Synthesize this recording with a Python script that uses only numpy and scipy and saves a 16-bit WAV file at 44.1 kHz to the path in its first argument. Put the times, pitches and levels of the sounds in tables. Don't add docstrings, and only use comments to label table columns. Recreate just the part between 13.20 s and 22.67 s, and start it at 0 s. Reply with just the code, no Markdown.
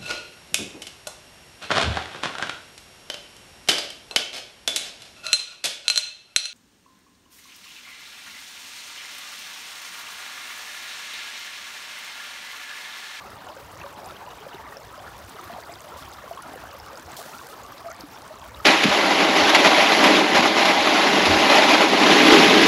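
import sys
import numpy as np
from scipy import signal
from scipy.io import wavfile
from scipy.ndimage import uniform_filter1d

SR = 44100
rng = np.random.default_rng(int(sys.argv[2]) if len(sys.argv) > 2 else 0)


def materialize(psi):
    bounded = np.clip(np.atleast_2d(psi).T, -1, 1)
    quanta = np.round(bounded * 32767).astype(np.int16)
    wavfile.write(sys.argv[1], SR, quanta)


N = 417627
CUT_S = 5.444

# pitch_hz, relative level_db (per Hz)
SNOW_COLOUR = [(650, -40.5), (1100, -5), (1550, -3), (2050, -0.5), (2250, 0), (4010, -5.5), (6920, -18),
               (8000, -28.5), (8850, -33.5), (10100, -25.5), (11100, -22), (12100, -35), (13100, -35.5),
               (14300, -60), (15800, -61)]
# pitch_hz, filter_width_hz (of one pass), relative level_db
LOW_HULL_MODES = [(165.4, 66, -15.5), (196.4, 38.4, -7), (265, 81, -4), (313.7, 45.5, 0.5),
                  (398, 120, -2.5)]


def stream():
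    water = wash() + small_bubbles() + spatter() + large_bubbles() + snapping_drops()
    return water + leaves()


def wash():
    # pitch_hz, level_db (per Hz)
    wash_colour = [(76, -36), (130, 0.5), (342, -4), (491, -16), (589, -3), (1060, 0), (2320, -10.5),
                   (4880, -15.5), (8920, -23), (15100, -21), (16000, -27)]
    level_db = -47.5
    noise = rng.standard_normal(N) * amp(2.0 * flutter(.03))
    return amp(level_db) * patchy(colour(noise, wash_colour), patch_db=1.5, bins=30, frames=10)


def small_bubbles():
    # time_s, level_db
    flow = [(0.0, -44), (2.06, -45), (2.31, -43.5), (5.43, -45.5)]
    # pitch_hz, level_db
    strength = [(250, -16.5), (420, -8.5), (650, -0.5), (1050, 2), (1500, 0.5), (2200, -4.5), (3200, -3.5),
                (5000, -3), (8000, -19), (13000, -27)]
    pitches_hz = np.geomspace(260, 13000, num=44)
    births = clicks(1700 * amp(1.2 * flutter(.05)), spread_db=2.0)
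    pitch = rng.integers(0, 44, N)
    busy = rng.standard_normal((44, N // 441 + 1))
    busy = evened(uniform_filter1d(uniform_filter1d(busy, 7, 1), 2, 0))
    births = births * amp(3.0 * busy[pitch, np.arange(N) // 441])
    crowd = np.zeros(N)
    for k, hz in enumerate(pitches_hz):
        t60 = rng.uniform(23.0, 46) / hz
        tone = bubble(hz, t60, 0.13, 1.6 / hz)
        some = births * (pitch == k)
        some = evened(np.sign(some) * abs(some) ** (hz / 260) ** 0.11)
        crowd += amp(read(strength, hz)) * signal.oaconvolve(some, tone)[:N]
    return amp(curves(flow)[0]) * evened(crowd)


def spatter():
    # pitch_hz, relative level_db (per Hz)
    drop_colour = [(1200, -20), (3000, 2), (6000, 10.5), (10000, 4.5), (16000, 2.5)]
    # time_s, level_db
    spray = [(0, -59.5), (2.5, -56), (3.3, -57.5), (3.7, -54), (4.5, -57), (5.43, -56)]
    bursts = abs(clicks(500 * amp(4.4 * flutter(.015)), spread_db=2.0))
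    fade = amp(-60 / SR / 0.0058)
    fizz = signal.lfilter([1], [1, -fade], bursts) * rng.standard_normal(N)
    return amp(curves(spray)[0]) * patchy(colour(fizz, drop_colour), patch_db=7.0, bins=22, frames=3)


def large_bubbles():
    bubble_list = [(0.287, -36, 586, 0.11), (0.366, -36, 535, 0.087), (0.643, -34, 560, 0.17),
                   (0.789, -37, 710, 0.05), (0.9, -34, 1320, 0.04), (0.919, -38, 563, 0.055),
                   (1.265, -31, 544, 0.045), (1.344, -35, 382, 0.064), (1.522, -37.5, 1850, 0.05),
                   (1.566, -36, 550, 0.08), (1.779, -36, 593, 0.065), (2.299, -33, 684, 0.14),
                   (2.337, -41, 734, 0.045), (2.362, -30.5, 735, 0.05), (2.384, -34, 665, 0.05),
                   (2.493, -32.5, 680, 0.11), (2.668, -38, 587, 0.05), (2.72, -36, 1330, 0.058),
                   (2.984, -35, 1160, 0.05), (3.039, -35, 567, 0.054), (3.077, -33, 1090, 0.034),
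                   (3.111, -25.5, 670, 0.058), (3.173, -31.5, 1080, 0.05), (3.189, -30, 1060, 0.04),
                   (3.337, -31, 745, 0.037), (3.359, -34, 490, 0.055), (3.438, -30.5, 710, 0.024),
                   (3.989, -32.5, 670, 0.057), (4.213, -35, 1090, 0.054), (4.328, -36, 1280, 0.073),
                   (4.609, -39, 1080, 0.05), (4.647, -36, 670, 0.08), (4.66, -29, 668, 0.19),
                   (4.699, -32, 650, 0.099), (4.836, -34.5, 287, 0.1), (5.106, -33.5, 620, 0.11),
                   (5.401, -31, 1250, 0.038)]
    out = np.zeros(N)
    for s, db, hz, t60 in bubble_list:
        add(out, s, amp(db) * bubble(hz, t60, 0.037, 0.00083))
    return out


def snapping_drops():
    # start_s, relative level_db, pitch_hz
    drop_list = [(0.2876, -32, 2990), (0.844, -35, 4840), (0.8609, -35, 9250), (0.909, -32, 3550),
                 (1.3467, -32, 3690), (1.5703, -28, 5270), (2.3371, -33, 3140), (2.5232, -35, 7670),
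                 (2.557, -32, 3560), (3.176, -34, 3190), (3.6, -31, 5140), (3.7564, -32, 4740),
                 (3.918, -32, 7680), (4.4343, -33, 6820), (4.58, -33.5, 3850), (5.2164, -34, 3220)]
    out = np.zeros(N)
    for s, db, hz in drop_list:
        tick = rng.standard_normal(60) * amp(-60 * np.arange(60) / SR / 0.0034)
        add(out, s, amp(db - 4.0) * bubble(hz, 0.011, 0.1, 0.00013))
        add(out, s, amp(db - 13.0) * tick)
    return out


def leaves():
    # start_s, length_s, level_db at the start
    rustles = [(2.77, 0.056, -46), (2.84, .04, -54), (2.928, .03, -50), (3.966, .015, -35),
               (3.982, 0.048, -40), (4.032, 0.18, -47), (4.224, .045, -50), (4.268, .006, -40),
               (4.294, 0.053, -47)]
    # pitch_hz, relative level_db (per Hz)
    leaf_colour = [(1500, -20), (3500, 0), (9000, -4.5), (16000, -7.5)]
    fade_db, edge_s = -7, .003
    grains = evened(clicks(2800.0, spread_db=5.5)) + rng.standard_normal(N)
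    crackle = evened(colour(grains, leaf_colour))
    t = np.arange(N) / SR
    loudness = np.zeros(N)
    for s, length, db in rustles:
        progress = np.clip((t - s) / length, 0, 1)
        loudness += span(s, length, edge_s) * amp(db + fade_db * progress)
    return crackle * loudness


def sled():
    # centre_hz, width_hz
    housing_notch = (8930, 940)
    hz, width = housing_notch
    return signal.lfilter(*signal.iirnotch(hz, hz / width, SR), drag() + ice_knocks())


def drag():
    # time_s, crunch_db, hull_ring_db, hull_drum_db
    drag_levels = [(5.46, -12, -17.5, -22.5), (5.54, -18, -21, -24.5), (5.59, -21, -27.5, -29.5),
                   (5.8, -21, -21.5, -27.5), (5.97, -21.5, -23.5, -26.5), (6.1, -22, -21, -25),
                   (6.2, -19.5, -21, -25.5), (6.62, -17.5, -17, -24), (6.78, -18.5, -20, -25),
                   (6.96, -17.5, -17.5, -18), (7.06, -22, -23, -25), (7.33, -23, -24, -28),
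                   (7.58, -20.5, -21.5, -27.5), (7.95, -20, -22, -22.5), (8.22, -19, -19.5, -23),
                   (8.45, -18, -19, -25.5), (8.72, -20.5, -21.5, -22.5), (8.85, -16.5, -17, -17.5),
                   (9.0, -15.5, -20, -18), (9.16, -14.5, -17, -13), (9.35, -16, -20, -17),
                   (9.46, -15, -21, -17)]
    # start_s, length_s, extra_db
    patches = [(5.725, 0.027, 2), (5.907, 0.056, 2), (6.002, 0.053, 2.5), (6.152, .07, 2),
               (6.272, 0.038, 2), (6.333, .03, 3.5), (6.39, 0.023, 2.5), (6.44, 0.042, 2.5),
               (6.547, 0.07, 0.5), (6.833, 0.079, 1.5), (7.147, 0.064, 5), (7.224, 0.061, 4),
               (7.366, 0.07, 4), (7.452, 0.067, 2.5), (7.74, 0.047, 1.5), (8.3, 0.095, 2.5),
               (8.484, 0.075, 3), (8.606, 0.043, 2.5), (8.901, 0.047, 1), (9.12, 0.038, 1),
               (9.25, 0.016, 0.5)]
    # pitch_hz, filter_width_hz (of one pass), relative level_db
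    upper_modes = [(612, 190, 1.5), (800.4, 106, 2), (956, 200, 0), (1180, 520, -15.5), (2052, 154, -11)]
    ring_share, drum_share = 1.06, 0.99
    crunch_db, ring_db, drum_db = curves(drag_levels)
    rough_db = sum(db * span(s, length, 0.005) for s, length, db in patches)
    grip_db = 0.22 * flutter(.012) + 0.6 * flutter(.03)
    grains = evened(clicks(5000., spread_db=2.0)) + 1.02 * rng.standard_normal(N)
    crunch = patchy(colour(grains * amp(grip_db), SNOW_COLOUR), patch_db=1.5, bins=3, frames=12)
    upper = evened(ring(grains * amp(grip_db + 1.04 * flutter(.02)), upper_modes))
    rumble = rng.standard_normal(N) * amp(grip_db + 1.03 * flutter(.025))
    drum = evened(ring(rumble, LOW_HULL_MODES))
    out = amp(crunch_db + rough_db) * crunch
    out += amp(ring_db + ring_share * rough_db) * upper
    out += amp(drum_db + drum_share * rough_db) * drum
    return out


def ice_knocks():
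    # start_s, relative level_db, thud_db against the crack, size of the first snap against the burst (ratio)
    knock_list = [(5.465, 3, -12, 0), (5.6353, 5, -5.5, 2), (5.664, -4.5, -1.5, 0), (6.2926, 1.5, -23, 2),
                  (6.347, 5, -22, 0), (6.4444, 1, -13, 0), (6.8417, 9, -20, 9), (7.1548, 1, -22, 2),
                  (7.173, -4, -1.5, 1), (7.4525, -0.5, -20, 0), (8.0538, 1.5, -19, 0)]
    lag_s, slap_s = 0.0096, 0.0057
    t = np.arange(3000) / SR
    slap = np.sin(2 * np.pi * np.clip((t - lag_s) / slap_s, 0, 1))
    thud = ring(slap, LOW_HULL_MODES)
    out = np.zeros(N)
    for s, db, thud_db, snap in knock_list:
        burst = rng.standard_normal(len(t)) * amp(-60 * t / 0.07) * (1 - np.exp(-t / 0.0019))
        burst += snap * signal.unit_impulse(len(t))
        crack = colour(burst, SNOW_COLOUR)
        knock = crack / abs(crack).max() + amp(thud_db) * thud / abs(thud).max()
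        add(out, s, amp(db - 8.5) * knock)
    return out


def wind():
    # pitch_hz, relative level_db (per Hz)
    wind_colour = [(20, -34), (45, -8.5), (60, -2), (100, -1), (150, -15.5), (300, -67)]
    # peak_s, change_db from the steady wind
    gusts = [(1.9, 4), (5.43, 7.5), (5.72, 9), (6.2, 9.5), (7.18, 10.5), (7.7, 7), (8.1, 24.5), (9.15, -1)]
    # start_s, end_s
    lull = (3.7, 5.1)
    stream_db, sled_db, eases_db = -55, -58, -3.5
    rise_s, fall_s = 0.065, .12
    t = np.arange(N) / SR
    level_db = np.where(t < CUT_S, stream_db, sled_db) + eases_db * span(lull[0], lull[1] - lull[0], .4)
    for s, db in gusts:
        width_s = np.where(t < s, rise_s, fall_s)
        level_db = level_db + db * np.exp(-.5 * ((t - s) / width_s) ** 2)
    lumps = rng.standard_normal(N) * amp(3.7 * flutter(.06))
    return amp(level_db) * evened(colour(lumps, wind_colour, size=8192))


def bubble(hz, t60, rise, start_s):
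    t = np.arange(round(t60 * SR) + 8) / SR
    shape = (1 - np.exp(-t / start_s)) * amp(-60 * t / t60)
    cycles = hz * (t + rise * t ** 2 / t60)
    return shape / shape.max() * np.sin(2 * np.pi * cycles)


def ring(x, modes):
    out = np.zeros(len(x))
    for k, (hz, width, db) in enumerate(modes):
        b, a = signal.iirpeak(hz, hz / width, SR)
        twice = signal.lfilter(b, a, signal.lfilter(b, a, x))
        out += (-1) ** k * amp(db) * twice
    return out


def clicks(per_s, spread_db):
    hit = rng.random(N) < per_s / SR
    size = np.minimum(rng.exponential(1, N), 4.5)
    sign = rng.choice([-1., 1.], N)
    return sign * amp(spread_db * size) * hit


def flutter(span_s):
    steps = np.arange(0, N / SR + 1, 1 / 200)
    drift = uniform_filter1d(rng.standard_normal(len(steps)), max(round(span_s * 200), 1))
    return np.interp(np.arange(N) / SR, steps, evened(drift))


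def patchy(x, patch_db, bins, frames):
    z = signal.stft(x, nperseg=256, noverlap=192)[2]
    field = rng.standard_normal(z.shape)
    field = evened(uniform_filter1d(uniform_filter1d(field, bins, 0), frames, 1))
    return evened(signal.istft(z * amp(patch_db * field), nperseg=256, noverlap=192)[1][:N])


def colour(x, points, size=4096):
    hz = abs(np.fft.fftfreq(size, 1 / SR))
    log_gain = np.log(amp(np.maximum(read(points, hz), -90)))
    taps = np.fft.ifft(np.exp(np.conj(signal.hilbert(log_gain)))).real
    return signal.oaconvolve(x, taps)[:len(x)]


def read(points, hz):
    f, db = np.transpose(points)
    return np.interp(np.log(hz + 1), np.log(f + 1), db)


def curves(rows):
    s, *columns = np.transpose(rows)
    return [np.interp(np.arange(N) / SR, s, c) for c in columns]


def span(start, length, edge_s):
    t = np.arange(N) / SR - start
    return np.clip(np.minimum(t, length - t) / edge_s + .5, 0, 1)


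def add(mix, s, sound):
    part = mix[round(s * SR):][:len(sound)]
    part += sound[:len(part)]


def amp(db):
    return 10 ** (np.asarray(db) / 20)


def evened(x):
    return x / np.sqrt(np.mean(x ** 2) + 1e-20)


def scene():
    later = np.clip((np.arange(N) / SR - CUT_S) / .012, 0, 1) ** 2
    return ((1 - later) * stream() + later * sled() + wind())[None]


def record(dry):
    edge_hz = 15800
    over = np.maximum(abs(dry) - .8, 0)
    soft = dry - np.sign(dry) * (over - .2 * np.tanh(over / .2))
    low_pass = signal.firwin(511, edge_hz, window=("kaiser", 9), fs=SR)
    return signal.oaconvolve(soft, low_pass[None], "same")


dry = scene()
out = record(dry)
materialize(out)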